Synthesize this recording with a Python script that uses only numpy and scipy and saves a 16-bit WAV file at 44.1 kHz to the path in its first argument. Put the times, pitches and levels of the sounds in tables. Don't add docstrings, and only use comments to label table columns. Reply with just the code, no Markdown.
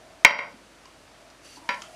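import sys
import numpy as np
from scipy import signal
from scipy.fft import rfft, irfft
from scipy.io import wavfile

SR = 44100
rng = np.random.default_rng(int(sys.argv[2]) if len(sys.argv) > 2 else 0)


def generate_wav(sig):
    pcm = np.round(np.clip(np.atleast_2d(sig).T, -1, 1) * 32767).astype(np.int16)
    wavfile.write(sys.argv[1], SR, pcm)


N = 85995
T = np.arange(N) / SR

# start_s, strength_db, brightness_hz
SET_DOWN_HITS = [(0.2484, 1.5, 5500), (0.2785, -24, 3500), (0.3075, -9, 2830), (0.3375, -36, 2480),
                 (0.3855, -31.5, 6000), (0.3897, -14.5, 2320)]
PICK_UP_HITS = [(1.6903, -21, 5570), (1.7425, -39.5, 6100)]
# pitch_hz, set_down_db, pick_up_db, fade_s
CLANK_TONES = [(233, -34.5, -10.5, 0.025), (574, -19, -15.5, 0.073), (794.3, -8.5, -21, .025),
               (845, -5.5, 1.5, 0.019), (1056, -7.5, 3.5, 0.02), (1481, -12, -16, 0.039),
               (1773, -7.5, 2.5, 0.033), (1978.5, 4, 3.5, 0.01), (2232, 7.5, 6, 0.016),
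               (2990, -5.5, -36, 0.017), (3830, -2.5, -21, 0.012), (4600, -20.5, -0.5, 0.0017),
               (5500, -5, -5, 0.0033), (6640, -18, -25, 0.016), (8900, -22, -32, 0.014),
               (12400, -34, -17, .015)]
# frequency_hz, level_db
CRACK_SPECTRUM = [(30, -32.5), (200, -15.5), (1000, -7), (4000, -4), (8000, -24), (12000, -25.5),
                  (16000, -40)]
RING_PITCHES = [544, 596, 872, 906, 982, 1064, 1168, 1366, 1525, 1713, 1796, 1820, 2056, 2145, 2191, 2223,
                2255, 2291, 2372, 2440, 2654, 3090, 3871, 4764, 5060, 5599, 6578, 7940]
RING_SET_DOWN_LEVELS = [-33, -31, -19, -23, -20, -25, -24, -23, -25, -28, -20, -20, -15, -24, -23, -17, -20,
                        -21, -22, -20, -21, -22, -33, -22, -39, -23, -42, -45]
RING_PICK_UP_LEVELS = [-17, -23, -25, -23, -3, -12, -22, -8, -18, -18, -15, -15, -11, -14, -30, -30, -30,
                       -26, -15, -11, -14, -31, -28, -17, -40, -23, -35, -42]
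# pitch_hz, fade_s
RING_FADES = [(550, .36), (1000, .32), (2200, .29), (3500, .28), (4800, .37), (5600, .35), (8000, .28)]
# start_s, level_db, decay_s
EDGE_TICKS = [(0.856, -44.5, 0.003), (1.301, -50.5, 0.009), (1.7455, -38, 0.0012), (1.8196, -29, 0.0032)]
# frequency_hz, level_db
TICK_SPECTRUM = [(200, -18), (1100, -1), (2000, -1), (3200, -3), (4800, 3), (6500, -2), (8000, -10),
                 (10000, -16), (13000, -28), (16000, -40)]
# start_s, level_db, pitch_hz, length_s
SOFT_KNOCKS = [(0.539, -50.5, 233, 0.016), (0.853, -52, 1052, 0.012), (0.857, -58, 2830, .01),
               (1.557, -51, 4600, .01), (1.568, -51.5, 300, 0.019), (1.569, -49.5, 920, 0.017),
               (1.631, -53, 936, 0.034), (1.667, -52.5, 950, 0.023)]
# time_s, level_db
PALM_LEVELS = [(1.41, -72), (1.45, -53.5), (1.52, -54), (1.575, -53.5), (1.6, -60.5), (1.68, -60.5),
               (1.83, -53.5), (1.88, -58), (1.95, -56)]
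# frequency_hz, level_db
PALM_SPECTRUM = [(300, -19), (1500, -5), (2800, 1.5), (3600, -2.5), (4600, 0), (7500, -3.5), (10500, -6),
                 (13000, -19.5), (16000, -25)]
# pitch_hz, level_db
SCRAPE_TONES = [(2810, -11), (4620, -6), (6010, -6)]
# frequency_hz, level_db
ROOM_SPECTRUM = [(60, -10.5), (170, -1.5), (400, -4), (600, 1.5), (800, -1), (1000, -3), (1250, 3),
                 (1750, -2.5), (2450, -1), (3300, -3), (4800, -11.5), (6800, -7), (9500, -9.5),
                 (15000, -11)]
# frequency_hz, fade_s
ROOM_FADES = [(150, 0.65), (600, .36), (2000, 0.22), (5000, .25), (12000, 0.17)]
# frequency_hz, level_db
AIR_SPECTRUM = [(35, -38.5), (60, -17), (76, -6.5), (206, -10), (285, -2), (423, -8.5), (642, -5.5),
                (705, -8), (1100, -10.5), (1170, -9), (5980, -20), (9970, -25.5), (15500, -43.5)]
# time_s, level_db
DRONE_LEVELS = [(0, -53.5), (.2, -57), (.6, -82.5), (1.1, -67.5), (1.23, -54), (1.42, -71), (1.8, -56.5),
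                (1.93, -50.5)]


def clank(hits, tone_levels_db):
    force = np.zeros(N)
    for start_s, strength_db, brightness_hz in hits:
        r = np.exp(-2 * np.pi * brightness_hz / SR)
        force += signal.lfilter([(1 - r) ** 2], [1, -2 * r, r * r], push(start_s, strength_db) + 1e-18)
    force = filtered(force, 170, "high")
    pitches_hz, _, _, fades_s = np.transpose(CLANK_TONES)
    crack = noise(CRACK_SPECTRUM) * decay(0, decay_s=0.0038)
    tones = fading_tones(pitches_hz, tone_levels_db, fades_s)
    return from_db(1) * (convolve(force, crack) + convolve(force, tones))


def ring(hits, tone_levels_db, fade_share):
    start_s, strength_db, _ = hits[0]
    fades_s = fade_share * at_hz(RING_FADES, np.array(RING_PITCHES))
    tones = fading_tones(RING_PITCHES, tone_levels_db, fades_s)
    return convolve(push(start_s, strength_db - 1), tones)


def overload_thump(pitch_hz=54.7):
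    start_s = SET_DOWN_HITS[0][0]
    return from_db(-25) * decay(start_s, decay_s=0.005) * np.sin(2 * np.pi * pitch_hz * (T - start_s))


def edge_ticks():
    loudness = sum(from_db(db) * decay(start_s, decay_s) for start_s, db, decay_s in EDGE_TICKS)
    return filtered(noise(TICK_SPECTRUM) * loudness, 9000, "low")


def soft_knocks():
    knocks = np.zeros(N)
    for start_s, level_db, pitch_hz, length_s in SOFT_KNOCKS:
        swell = np.sin(np.pi * np.clip((T - start_s) / length_s, 0, 1))
        burst = swell * pitched_noise(pitch_hz, sharpness=11.3)
        knocks += from_db(level_db) * burst * np.sqrt(length_s * SR / np.sum(burst ** 2))
    return knocks


def palm_slide(grip_s=1.59):
    scrape = sum(from_db(db) * pitched_noise(hz, sharpness=32) for hz, db in SCRAPE_TONES)
    sliding = np.clip((grip_s - T) / 0.015, 0, 1)
    return level(PALM_LEVELS) * (noise(PALM_SPECTRUM) + sliding * scrape)


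def nearby_echo(sound, delay_s=0.0041):
    delayed = np.pad(sound, (int(delay_s * SR), 0))[:N]
    return from_db(-5) * filtered(delayed, 3500, "low")


def room_reverb(sound, delay_s=0.004, build_s=0.005):
    edges_hz = np.geomspace(50, 16000, 18)
    white_noise = rng.standard_normal((2, N))
    age_s = np.maximum(T - delay_s, 0)
    tail = np.zeros(N)
    for k, band_hz in enumerate(zip(edges_hz, edges_hz[1:])):
        middle_hz = np.sqrt(np.prod(band_hz))
        shape = (1 - np.exp(-age_s / build_s)) * from_db(-60 * age_s / at_hz(ROOM_FADES, middle_hz))
        band = filtered(white_noise[k % 2], band_hz, "band")
        tail += from_db(at_hz(ROOM_SPECTRUM, middle_hz)) * band * shape / np.sqrt(np.sum(shape ** 2))
    return convolve(sound, tail)


def background(hum_hz=51):
    air = from_db(-53.5) * noise(AIR_SPECTRUM)
    hum = from_db(-68) * np.sqrt(2) * np.sin(2 * np.pi * hum_hz * T)
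    drone = level(DRONE_LEVELS) * pitched_noise(pitch_hz=655, sharpness=6)
    return air + hum + drone


def fading_tones(pitches_hz, levels_db, fades_s):
    t = T[:SR]
    return sum((-1) ** k * from_db(db - 60 * t / fade_s) * np.sin(2 * np.pi * hz * t)
               for k, (hz, db, fade_s) in enumerate(zip(pitches_hz, levels_db, fades_s)))


def push(start_s, strength_db):
    return from_db(strength_db) * (np.arange(N) == int(start_s * SR))


def decay(start_s, decay_s):
    return (T >= start_s) * np.exp(-np.maximum(T - start_s, 0) / decay_s)


def noise(spectrum, top_hz=15600):
    hz = np.arange(N // 2 + 1) * SR / N
    gains = from_db(at_hz(spectrum, hz)) * (hz < top_hz)
    return unit_level(irfft(rfft(rng.standard_normal(N)) * gains, N))


def pitched_noise(pitch_hz, sharpness):
    b, a = signal.iirpeak(pitch_hz, sharpness, fs=SR)
    return unit_level(signal.lfilter(b, a, signal.lfilter(b, a, rng.standard_normal(N))))


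def filtered(sound, edge_hz, keep):
    return signal.sosfilt(signal.butter(2, edge_hz, keep, fs=SR, output="sos"), sound)


def convolve(sound, response):
    return signal.fftconvolve(sound, response)[:N]


def at_hz(table, hz):
    table_hz, values = np.transpose(table)
    return np.interp(np.log(hz + 0.00092), np.log(table_hz), values)


def level(table):
    return from_db(np.interp(T, *np.transpose(table)))


def unit_level(sound):
    return sound / np.sqrt(np.mean(sound ** 2) + 1e-20)


def from_db(db):
    return 10 ** (np.asarray(db) / 20)


def scene():
    _, set_down_db, pick_up_db, _ = np.transpose(CLANK_TONES)
    clanks = clank(SET_DOWN_HITS, set_down_db) + clank(PICK_UP_HITS, pick_up_db)
    ringing = ring(SET_DOWN_HITS, RING_SET_DOWN_LEVELS, fade_share=0.99)
    ringing += ring(PICK_UP_HITS, RING_PICK_UP_LEVELS, fade_share=0.75)
    contacts = clanks + edge_ticks() + soft_knocks()
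    room = nearby_echo(clanks) + room_reverb(contacts + from_db(-14) * ringing)
    return (contacts + ringing + overload_thump() + palm_slide() + room + background())[None]


def record(dry, threshold_db=-5.5, react_s=0.016, recover_db_per_s=63.5):
    excess_db = np.maximum(20 * np.log10(np.abs(dry[0]) + 1e-9) - threshold_db, 0)
    recovery_db = recover_db_per_s * T
    held_db = np.maximum.accumulate(excess_db + recovery_db) - recovery_db
    lag = np.exp(-1 / (react_s * SR))
    dip_db = signal.lfilter([1 - lag], [1, -lag], held_db)
    clipped = np.clip(dry * from_db(-dip_db), -1, 1)
    treble_cut = signal.cheby2(12, 70, 21000, fs=SR, output="sos")
    return signal.sosfilt(treble_cut, clipped)


dry = scene()
out = record(dry)
generate_wav(out)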